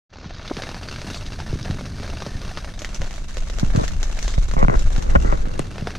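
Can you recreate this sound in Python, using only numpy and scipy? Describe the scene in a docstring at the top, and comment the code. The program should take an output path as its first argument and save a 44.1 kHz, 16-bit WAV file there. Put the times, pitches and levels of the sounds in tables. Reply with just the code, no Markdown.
"""Rain drums on a tent at night, heard from inside through a hand-held microphone.
Each drop is an impact on a membrane: countless small ones patter, heavy ones smack close by, spray hisses.
The cloth flaps and swishes, and moving air rumbles underneath. In the second half the stereo image opens,
and fingers knock and creak on the microphone's case, exciting its modes by impact and stick-slip friction."""
import sys
import numpy as np
from scipy import signal
from scipy.fft import rfft, irfft
from scipy.io import wavfile
from scipy.ndimage import uniform_filter1d, minimum_filter1d

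SR = 44100
rng = np.random.default_rng(int(sys.argv[2]) if len(sys.argv) > 2 else 0)


def waveform_to_disk(signal):
    """Save audio, clipped to [-1, 1], as 16-bit WAV at the path in sys.argv[1]."""
    frames = np.transpose(np.atleast_2d(signal))
    scaled = np.clip(frames, -1, 1) * 32767
    samples = np.round(scaled).astype(np.int16)
    wavfile.write(sys.argv[1], SR, samples)


N = 263718
TIME = np.arange(N) / SR


# gusts and lulls in the shower: middle t/s, duration/s, level change/dB
GUSTS = [(0.62, 0.23, 3), (1.11, 0.21, 5), (1.9, 0.33, -2.5), (2.05, 0.079, 4.5), (2.74, 0.44, -3),
         (3.245, 0.13, -6.5), (3.83, 0.28, 6.5), (3.97, 0.17, -2.5), (4.26, 0.45, 2.5), (5.6, 1, -2.5)]
# frequency response of the roof to small drops: f/Hz, level/dB
PATTER_SPECTRUM = [(60, -14.5), (150, 8), (330, 1), (450, 3), (600, 6), (850, 3), (1300, 5), (2000, 2.5),
                   (3000, 1.5), (4200, 2), (6000, -4), (8000, 1.5), (11000, 2), (15000, -16)]
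def patter(drops_per_s=680, size_spread_db=9.5, even_s=0.072, hiss_db=-11, level_db=-48.5, patches=30):
    """Shot noise: small drops fall at random on patches of roof, each with its own impulse response."""
    arrivals = rng.random(N) < drops_per_s / SR
    sizes = arrivals * from_db(size_spread_db * np.clip(rng.standard_normal(N), -2, 1.1))
    local_power = np.abs(uniform_filter1d(sizes ** 2, int(even_s * SR)))
    sizes = sizes / np.sqrt(local_power + 1e-6)   # the flow of water is steady
    patch_hit = rng.integers(0, patches, N)
    out = from_db(hiss_db) * stereo_noise(N, side=1.0)
    body_db = rng.permutation(np.linspace(-15.5, 15.5, patches))
    tick_db = rng.permutation(np.linspace(-9.5, 9.5, patches))
    for k, drum_hz in enumerate(np.geomspace(280, 950, patches)):
        response = impact(crackle=0.76, rustle=0.77, crackle_s=0.0026, lag_spread=2.1,
                          push_hz=2280, snap=1, zing=2.67)
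        response = response + 0.99 * resonance(response, drum_hz, q=4.54)
        response = tension_tone(response, body_db[k], tick_db[k])
        out = out + signal.oaconvolve((sizes * (patch_hit == k))[None], response, axes=-1)[:, :N]
    return coloured(out, PATTER_SPECTRUM) * from_db(level_db + swells(GUSTS))


# heavy drops: t/s, level/dB, tautness of the spot as treble tilt/dB, ring f/Hz
HEAVY_DROPS = [(0.157, -23, -9, 890.0), (0.2429, -27, -9, 980.0), (0.4767, -20, 1, 3540),
               (0.5675, -15.5, 1, 420.0), (0.6203, -14.5, -1, 520), (0.635, -17, -6, 2020),
               (0.6899, -16.5, -4.5, 440.0), (0.72, -25, -7, 560.0), (0.744, -18.5, -5.5, 840),
               (0.831, -23.5, 3, 3350.0), (0.8855, -17.5, 3, 1500.0), (0.9598, -18.5, 3, 1570.0),
               (1.016, -18, -2, 620), (1.045, -31, -5, 740.0), (1.144, -16.5, 2.5, 745),
               (1.2636, -26.5, 7, 3870.0), (1.4008, -20.5, -9, 890.0), (1.6274, -26, 5.5, 5130.0),
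               (1.653, -19.5, -1, 600), (1.7087, -17, -3.5, 780.0), (1.809, -24, -9.5, 480),
               (1.8546, -23, 3, 900), (1.998, -22, -5, 420.0), (2.0314, -25, -7, 740.0),
               (2.092, -27, -10, 560), (2.135, -26.5, -8, 670.0), (2.202, -18.5, 4, 640.0),
               (2.2208, -17.5, -8.5, 1220), (2.2632, -16.5, -6.5, 562), (2.416, -24, 0, 530.0),
               (2.4786, -27, -6, 1240.0), (2.5725, -15, -6.5, 1240.0), (2.6446, -20.5, -7, 577),
               (2.7908, -35, 21.5, 6470), (2.818, -14, 2, 580.0), (2.8458, -12, 1, 1860),
               (2.9443, -32.5, 19.5, 6500.0), (3.0167, -14, -3, 530.0), (3.042, -20, 1, 480.0),
               (3.108, -20.5, 1, 740.0), (3.139, -21.5, 1, 670.0), (3.369, -15.5, -2, 530.0),
               (3.379, -22, 0, 510.0), (3.4981, -17, -3.5, 577), (3.585, -16, 0, 640.0),
               (3.596, -20, 11.5, 1080.0), (3.76, -14, 1.5, 420.0), (3.8337, -21, -4, 400.0),
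               (3.879, -18, 9, 1810.0), (4.029, -11.5, 0.5, 6200), (4.1889, -20.5, 7.5, 2300.0),
               (4.2264, -19.5, 6.5, 6500.0), (4.2787, -13, -4, 6700), (4.339, -18, -2, 1900.0),
               (4.5121, -16.5, -1, 1810.0), (4.757, -22.5, 0.5, 695), (4.792, -20.5, 2, 6750),
               (4.929, -23.5, 3, 420.0), (4.9616, -16, -2, 1400), (4.979, -18.5, 0, 420.0),
               (5.024, -18.5, 3.5, 820), (5.0965, -23.5, -8, 1810.0), (5.5918, -15, 3, 420.0),
               (5.757, -30, -14.5, 637), (5.7813, -18, -7, 440.0), (5.871, -14.5, -12, 760),
               (5.9508, -24, -9, 2090)]
# frequency response of the roof to heavy drops: f/Hz, level/dB
SMACK_SPECTRUM = [(60, -59), (200, 9), (600, 7), (900, 5), (1400, 5), (2200, 4.5), (3200, 3), (4500, 4),
                  (6000, -2), (9000, 0), (15000, 0)]
def heavy_drops(level_db=4.0, delay_s=0.000814):
    """Damped resonance: big drops hit the roof right overhead, and each struck spot rings briefly."""
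    out = np.zeros((2, N))
    for s, db, taut_db, hz in HEAVY_DROPS:
        hit = impact(crackle=0.74, rustle=0.82, crackle_s=0.0015, lag_spread=1.3,
                     push_hz=5140, snap=1.24, zing=1.0)
        hit = hit + 1.4 * resonance(hit, hz, q=5.2)
        hit = tension_tone(hit, body_db=-0.3 - taut_db, tick_db=-0.8 + taut_db)
        add(out, s + delay_s, from_db(db + level_db) * hit)
    return coloured(out, SMACK_SPECTRUM)


def impact(crackle, rustle, crackle_s, lag_spread, push_hz, snap, zing, rustle_s=0.014, size=5000):
    """Impulse response to one drop: a blunt push, a crackle of cloth, then spray and echoes in the tent."""
    def burst(decay_s, side):
        """Exponentially decaying noise, its energy independent of the decay time."""
        envelope = np.exp(-TIME[:size] / decay_s) * (np.arange(size) > 20)
        return np.sqrt(2 / (decay_s * SR)) * envelope * stereo_noise(size, side)

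    lag = int(np.clip(round(rng.normal(0, lag_spread)), -10, 10))   # samples; direction delays one ear
    push = np.zeros((2, size))
    push[[0, 1], [10 + lag, 10 - lag]] = -1
    tail = rustle * burst(rustle_s, side=0.79)
    cloth = crackle * burst(crackle_s, side=1.0) + tail - low_pass(tail, hz=350)
    spot_hz = 1200 * 6 ** rng.random()   # each spot favours a pitch of its own
    cloth = cloth + zing * resonance(cloth, spot_hz, q=17.5)
    return snap * low_pass(push, push_hz) + cloth


def tension_tone(x, body_db, tick_db):
    """Membrane tension tilts the spectrum: slack cloth gives more body, taut cloth more tick."""
    x = x + (from_db(body_db) - 1) * low_pass(x, hz=900)
    return x + (from_db(tick_db) - 1) * (x - low_pass(x, hz=4500))


# a gust flings spray over the roof: middle t/s, duration/s, level change/dB
SPLASH = [(1.11, 0.27, 3.5)]
# spectrum of the fine spray: f/Hz, level/dB
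SPRAY_SPECTRUM = [(300, -54), (2000, -10.5), (6000, 11.5), (7200, 3), (9000, 4.5), (10200, -0.5),
                  (11400, -6), (13000, -7), (15000, -18)]
def spray(openness, rain, level_db=-50, open_db=-7.0, onset_db=-44, fade_in_s=0.55):
    """Incoherent summation: droplets flung by the drops merge into a hiss following the rain's envelope."""
    early = np.maximum(1 - TIME / fade_in_s, 0)
    db = level_db + open_db * openness + onset_db * early + swells(SPLASH)
    rain_envelope = np.abs(low_pass(np.abs(rain).mean(axis=0), hz=160))
    return from_db(db) * rms_one(rain_envelope ** 0.45) * shaped_noise(SPRAY_SPECTRUM, side=0.86)


# jolts and flaps of the cloth: t/s, level/dB, f/Hz at the crest
FLAPS = [(0.258, -22.5, 179), (0.572, -22.5, 247), (1.045, -28.5, 330), (1.076, -30, 250), (1.11, -25, 339),
         (1.495, -25.5, 109), (1.529, -19.5, 320), (1.533, -13.5, 110), (1.556, -25, 300),
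         (1.699, -14, 144.9), (2.269, -24, 172), (2.35, -21.5, 119), (3, -21.5, 127), (3.63, -9, 200),
         (3.749, -10, 182), (3.774, -6, 158), (3.814, -14.5, 216), (4.3806, -14, 122), (4.851, -17.5, 98),
         (4.98, -16, 143), (5.163, -6, 107), (5.248, -11, 350), (5.272, -19, 377), (5.327, -14.5, 626),
         (5.343, -21, 114), (5.472, -21.5, 234), (5.594, -10, 347), (5.823, -25.5, 188)]
def flaps(ear_lag_s=0.001):
    """Interaural delay puts the flapping cloth to one side, the further the wider the image."""
    out = np.zeros((2, N))
    for s, db, hz in FLAPS:
        width = np.interp(s, *np.transpose(IMAGE_WIDTH))
        add(out, s, from_db(db) * bump(hz, ear_lag_s * width))
    return out


def bump(hz, lag_s, rise_cycles=0.63, halving_rises=1.22, size=4000):
    """Dispersion: the high part of a flick travels fastest through cloth, so the bump falls in pitch."""
    t = np.maximum(TIME[:size] - np.array([[lag_s], [0]]), 0)
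    age = t * hz / rise_cycles   # in rise times: 1 at the crest
    phase = 2 * np.pi * rise_cycles * (1 + halving_rises) * np.log1p(age / halving_rises)
    return -age * np.exp(1 - age) * np.sin(phase)


# knocks on the case: t/s, level/dB, f/Hz favoured by the struck spot
KNOCKS = [(3.63, -11, 400), (4.38, -9, 450), (4.537, -11.5, 900), (4.567, -6.5, 750), (4.628, 1.5, 1050),
          (4.648, 2, 1010), (4.6833, 5, 1110), (4.6986, 0, 1100), (4.7392, -12, 500), (4.7423, -6.5, 800),
          (5.1526, 0.5, 600), (5.1584, -1, 750), (5.162, 2.5, 1140), (5.248, -6.5, 500),
          (5.3249, -4.5, 744), (5.594, -2, 680), (5.822, -11, 396)]
# fingers rubbing the case: t/s, duration/s, level/dB, slip rate/Hz, brightness f/Hz
RUBS = [(3.734, 0.12, -23, 143, 500), (4.561, 0.095, -22, 530, 1300), (4.627, 0.051, -25, 180, 350),
        (4.683, 0.086, -21, 310, 800), (4.739, 0.096, -32, 176, 400), (4.802, 0.96, -34, 366, 806),
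        (5.085, 0.11, -32, 370, 1200), (5.15, 0.0202, -10.5, 340, 1800), (5.24, 0.12, -27.5, 420, 1300),
        (5.319, 0.038, -26.5, 320, 1110)]
# resonances of the hollow in the case: f/Hz, level/dB, quality factor Q
CAVITY_MODES = [(341, -9.5, 4.5), (600, -6.5, 7.1), (1050, -12.5, 5.7), (1406, -8, 6), (1880, -7.5, 4.9)]
PRESS_S = 0.002   # a fingertip touches this long before its knock peaks
def handling(top_hz=3100, right_db=1.2, left_lag_s=0.00005):
    """Structure-borne sound: fingers shake the two ports mostly in antiphase; the hollow rings in phase."""
    shake = np.zeros((2, N))
    for s, db, spot_hz in KNOCKS:
        add(shake, s - PRESS_S, from_db(db) * knock(spot_hz))
    for s, length_s, db, slip_hz, bright_hz in RUBS:
        add(shake, s, from_db(db) * rub(length_s, slip_hz, bright_hz))
    left, right = signal.sosfilt(signal.butter(4, top_hz, fs=SR, output="sos"), shake + 1e-18)
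    hollow = sum(from_db(db) * resonance((left + right) / 2, hz, q) for hz, db, q in CAVITY_MODES)
    late_left = np.interp(TIME - left_lag_s, TIME, left)
    return hollow + np.array([late_left, -from_db(right_db) * right])


def knock(spot_hz, contact_db=-1.5, ring_db=-13.0, rebound=1.15, quickness=1.11, size=3000):
    """Elastic impact: a fingertip's brief push and rebound, then the free vibration of the case."""
    from_peak_squared = (np.pi * quickness * spot_hz * (TIME[:size] - PRESS_S)) ** 2
    contact = (1 - rebound * from_peak_squared) * np.exp(-from_peak_squared)
    ringing = case(signal.unit_impulse(size, int(PRESS_S * SR)), spot_hz)
    return from_db(contact_db) * contact + from_db(ring_db) * ringing


def rub(length_s, slip_hz, bright_hz, wander_octaves=0.19, grain_db=8.0, scrape=0.99):
    """Stick-slip friction: skin drives the case with uneven slips at a wavering rate, over a dry scrape."""
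    size = int(length_s * SR)
    wander = rms_one(low_pass(rng.standard_normal(size + SR), hz=90))[-size:]
    slip_count = np.floor(np.cumsum(slip_hz * 2 ** (wander_octaves * wander)) / SR)
    strength = from_db(grain_db * np.clip(rng.standard_normal(size), -2, 2))
    slips = np.diff(slip_count, prepend=0) * strength
    drive = rms_one(slips - slips.mean()) + scrape * rng.standard_normal(size)
    return rms_one(case(low_pass(drive, bright_hz), bright_hz)) * signal.windows.tukey(size, .4)


# modes of the case: f/Hz, level/dB, decay time T60/s
CASE_MODES = [(190, 2.5, 0.01), (350, -4.5, 0.018), (480, 3, 0.015), (680, -4.5, 0.013), (986, -2, 0.0057),
              (1248, 0.5, 0.0095), (2070, -3.5, 0.0071), (2730, -9.5, 0.003)]
def case(drive, spot_hz, off_spot_db=1.0, grip_octaves=0.099, uneven=0.32):
    """Modal superposition: the grip retunes the case's modes each time; the touched spot favours some."""
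    out = 0
    for k, (hz, db, t60) in enumerate(CASE_MODES):
        strength = from_db(db - off_spot_db * abs(np.log2(hz / spot_hz)))
        at_ports = strength * (1 + uneven * rng.standard_normal((2, 1)))
        gripped_hz = hz * 2 ** rng.normal(0, grip_octaves)
        out = out + (-1) ** (k // 2) * at_ports * ring(drive, gripped_hz, t60)
    return out


def thuds(level_db=-9.0, hz=175, right_db=-6):
    """Rigid-body motion: every knock also shoves the whole microphone, the left port hardest."""
    out = np.zeros((2, N))
    for s, db, _ in KNOCKS:
        add(out, s, from_db(db + level_db) * bump(hz, lag_s=0.0011))
    return out * from_db([[0], [right_db]])


# shifts of the grip: t/s, level/dB, f/Hz at the crest
GRIP_SHIFTS = [(3.656, -18, 20.9), (4.375, -7, 46.7), (4.563, -4.5, 25.8), (4.639, -22, 61),
               (4.755, -9, 28.6), (4.83, -16, 24.5), (4.94, -9.5, 24.5), (5.1, -10, 27.4),
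               (5.168, -6, 46.3), (5.28, -8, 36.7), (5.344, -11.5, 21)]
def heaves(level_db=-1.5):
    """Low-frequency transients: the hand heaves the microphone as it takes a new hold."""
    out = np.zeros((2, N))
    for s, db, hz in GRIP_SHIFTS:
        add(out, s, from_db(db + level_db) * bump(hz, lag_s=0.0023, size=16000))
    return out


# grunts of rubbing cloth or skin: t/s, f/Hz, half duration/s, level/dB, glide/(1/s)
CREAKS = [(0.5138, 300, 0.0045, -19.5, 33.5), (5.161, 610, 0.004, -23, 13), (5.33, 570, 0.0037, -29, 8.7)]
def creaks(rolloff_db=-6.0, harmonics=5):
    """Stick-slip oscillation: a few quick slips, each following sooner, form a rising harmonic series."""
    out = 0
    k = np.arange(1, harmonics + 1)[:, None]
    for s, hz, width_s, db, glide_per_s in CREAKS:
        t = TIME - s
        phase = 2 * np.pi * hz * t * (1 + glide_per_s * t)
        slips = np.sum(from_db(rolloff_db * (k - 1.5)) * np.cos(k * phase), axis=0)
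        out = out + from_db(db) * np.exp(-(t / width_s) ** 2) * slips
    return out


def tick(s=5.593, db=-26, decay_s=0.0012, band_hz=(7000, 9400), size=2000):
    """A band-limited transient: one thin, sharp tick comes with the jolt near the end."""
    out = np.zeros((2, N))
    band = signal.butter(2, band_hz, "band", fs=SR, output="sos")
    noise = rms_one(signal.sosfilt(band, stereo_noise(size, side=0.34)))
    add(out, s, from_db(db) * np.exp(-TIME[:size] / decay_s) * noise)
    return out


# slides of the nylon: t/s, duration/s, level/dB
SWISHES = [(1.121, 0.085, -42.5), (4.212, 0.15, -42.5), (4.734, 0.1, -48.5), (5.21, 0.2, -52)]
# spectrum of sliding nylon: f/Hz, level/dB
NYLON_SPECTRUM = [(1000, -27), (3500, 12), (5500, 8), (7400, 5.5), (8500, -2), (11000, -24), (15000, -18)]
def swishes():
    """Friction noise: smooth nylon slides over itself, louder with speed."""
    speed = np.zeros(N)
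    for s, length_s, db in SWISHES:
        add(speed, s, from_db(db) * signal.windows.tukey(int(length_s * SR), .6))
    return speed * shaped_noise(NYLON_SPECTRUM, side=0.41)


# moving air: t/s, rumble level/dB, billow level/dB
AIR_LEVELS = [(0.25, -39.5, -38.5), (1.15, -34, -34.5), (1.7, -31.5, -30), (2.7, -31, -37),
              (3.25, -31.5, -41), (4.7, -16.5, -37), (5.35, -18.5, -34), (5.68, -32, -31.5),
              (5.98, -36.5, -33.5)]
# sways of the hand that push air at the microphone: middle t/s, duration/s, level/dB
SWAYS = [(1.51, 0.049, -20), (3.027, 0.16, -21.5), (3.428, 0.37, -24), (3.677, 0.41, -16),
         (3.91, 0.42, -18), (4.647, 0.37, -14), (5.176, 0.3, -11), (5.613, 0.11, -21.5)]
# spectra of the rumble and of the billowing walls: f/Hz, level/dB
RUMBLE_SPECTRUM = [(10, -1.5), (22, 7.5), (42, 3), (65, -8.5), (100, -21), (180, -33.5), (400, -63),
                   (2000, -149), (15000, -140)]
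BILLOW_SPECTRUM = [(30, -46), (70, 5), (115, 0.5), (170, -3), (260, -9), (400, -18.5), (800, -35.5),
                   (3000, -60), (15000, -115)]
def air(sway_billow_db=-19):
    """Pressure fluctuations rumble at the microphone and the walls boom softly; sways add power to both."""
    rumble_db, billow_db = in_time(AIR_LEVELS)
    sway = swells([(s, length_s, from_db(db)) for s, length_s, db in SWAYS])
    rumble = np.hypot(from_db(rumble_db), sway)
    billow = np.hypot(from_db(billow_db), from_db(sway_billow_db) * sway)
    pressure = rumble * shaped_noise(RUMBLE_SPECTRUM, side=0.15)
    walls = billow * shaped_noise(BILLOW_SPECTRUM, side=0.53)
    return pressure + walls


def from_db(db):
    """Decibels to amplitude ratio."""
    return 10 ** (np.asarray(db) / 20)


def rms_one(x):
    """Normalisation to unit rms."""
    return x / np.sqrt(np.mean(x ** 2) + 1e-20)


def in_time(rows):
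    """Linear interpolation of each column of a curve at every sample."""
    s, *columns = np.transpose(rows)
    return [np.interp(TIME, s, column) for column in columns]


def swells(rows):
    """Raised-cosine pulses, one for each (middle t/s, duration/s, height)."""
    return sum(height * np.cos(np.pi * np.clip((TIME - s) / length_s, -.5, .5)) ** 2
               for s, length_s, height in rows)


def add(out, s, sound):
    """Superposition: mix a short sound in at time s."""
    start = int(np.clip(round(s * SR), 0, N - 1))
    out[..., start:start + sound.shape[-1]] += sound[..., :N - start]


def stereo_noise(size, side):
    """Partly correlated white noise; side is the strength of what differs between the ears."""
    common, apart = rng.standard_normal((2, size))
    return common + side * apart * np.array([[1], [-1]])


def shaped_noise(spectrum, side):
    """Stationary stereo noise with the given spectrum and unit rms."""
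    return rms_one(coloured(stereo_noise(N, side), spectrum))


def coloured(x, spectrum, size=8192):
    """Minimum-phase filter with the given spectrum, made causal by folding the cepstrum."""
    hz, db = np.transpose(spectrum)
    grid_hz = np.maximum(np.arange(size // 2 + 1) * SR / size, 1)
    gain = from_db(np.interp(np.log(grid_hz), np.log(hz), db))
    cepstrum = irfft(np.log(gain))
    cepstrum[1:size // 2] *= 2
    cepstrum[size // 2 + 1:] = 0
    response = irfft(np.exp(rfft(cepstrum)))
    return signal.oaconvolve(x, response[None], axes=-1)[:, :x.shape[-1]]


def low_pass(x, hz):
    """First-order low-pass."""
    return signal.lfilter(*signal.butter(1, hz, fs=SR), x)


def resonance(x, hz, q):
    """Second-order resonator with gain 1 at its peak."""
    return signal.lfilter(*signal.iirpeak(hz, q, fs=SR), x)


def ring(x, hz, t60):
    """Damped oscillator: a unit impulse sets a sine of height 1 ringing."""
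    radius, angle = from_db(-60 / (t60 * SR)), 2 * np.pi * hz / SR
    return signal.lfilter([0, np.sin(angle)], [1, -2 * radius * np.cos(angle), radius ** 2], x + 1e-18)


def limited(x, ceiling_db=1.0, release_db_per_s=45, size=90):
    """Peak limiting: the loudest knocks turn the gain down at once, and it takes a moment to recover."""
    over_db = np.maximum(20 * np.log10(np.abs(x).max(axis=0) + 1e-9) - ceiling_db, 0)
    recovery = release_db_per_s * TIME
    held_db = np.maximum.accumulate(over_db + recovery) - recovery
    return x * from_db(uniform_filter1d(minimum_filter1d(-held_db, size), size))


# width of the stereo image: t/s, share (0-1)
IMAGE_WIDTH = [(2.4, 0), (2.95, 0.58), (3.5, 1), (5.4, 0.85), (5.98, 0.05)]
# how far the upper treble is open: t/s, share (0-1)
TREBLE_OPENNESS = [(2.7, 0.08), (2.8, 0.71), (3.5, 0.77), (5.35, 0.83), (5.5, 0.55), (5.62, 0.57),
                   (5.98, 0.18)]
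# response to the rain with the treble narrow and with it open: f/Hz, level/dB
TREBLE_NARROW = [(3000, 4), (6200, 8.5), (7100, -3), (8000, -19.5), (9000, -21.5), (11200, -42),
                 (13000, -39), (15000, -34)]
TREBLE_OPEN = [(3000, 1.5), (4600, 1), (6200, 12), (7700, 2), (8300, -6), (10000, -10.5), (11200, -16),
               (12500, -11), (15000, -26)]
def scene(treble_side=0.12, apart_hz=4500):
    """Superposition of all sources; mid-side scaling opens the image while the treble reaches higher."""
    width, openness = in_time(IMAGE_WIDTH)[0], in_time(TREBLE_OPENNESS)[0]
    rain = patter() + heavy_drops()
    rain = (1 - openness) * coloured(rain, TREBLE_NARROW) + openness * coloured(rain, TREBLE_OPEN)
    side = rain - rain.mean(axis=0)
    rain = rain + treble_side * (side - low_pass(side, apart_hz))   # short waves differ most between ears
    tent = rain + spray(openness, rain) + swishes() + flaps() + creaks() + air()
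    mix = tent + handling() + thuds() + heaves() + tick()
    centre = mix.mean(axis=0)
    return centre + width * (mix - centre)


def record(dry, silent_s=0.094, fade_in_s=0.12, cutoff_hz=15300):
    """Peak and band limiting: the sound fades in, a limiter catches the peaks, the top is cut."""
    fade = 1 - np.exp(-np.maximum(TIME - silent_s, 0) / fade_in_s)
    top_cut = signal.ellip(10, .1, 90, cutoff_hz, fs=SR, output="sos")
    return signal.sosfilt(top_cut, limited(fade * dry))


dry = scene()
out = record(dry)
waveform_to_disk(out)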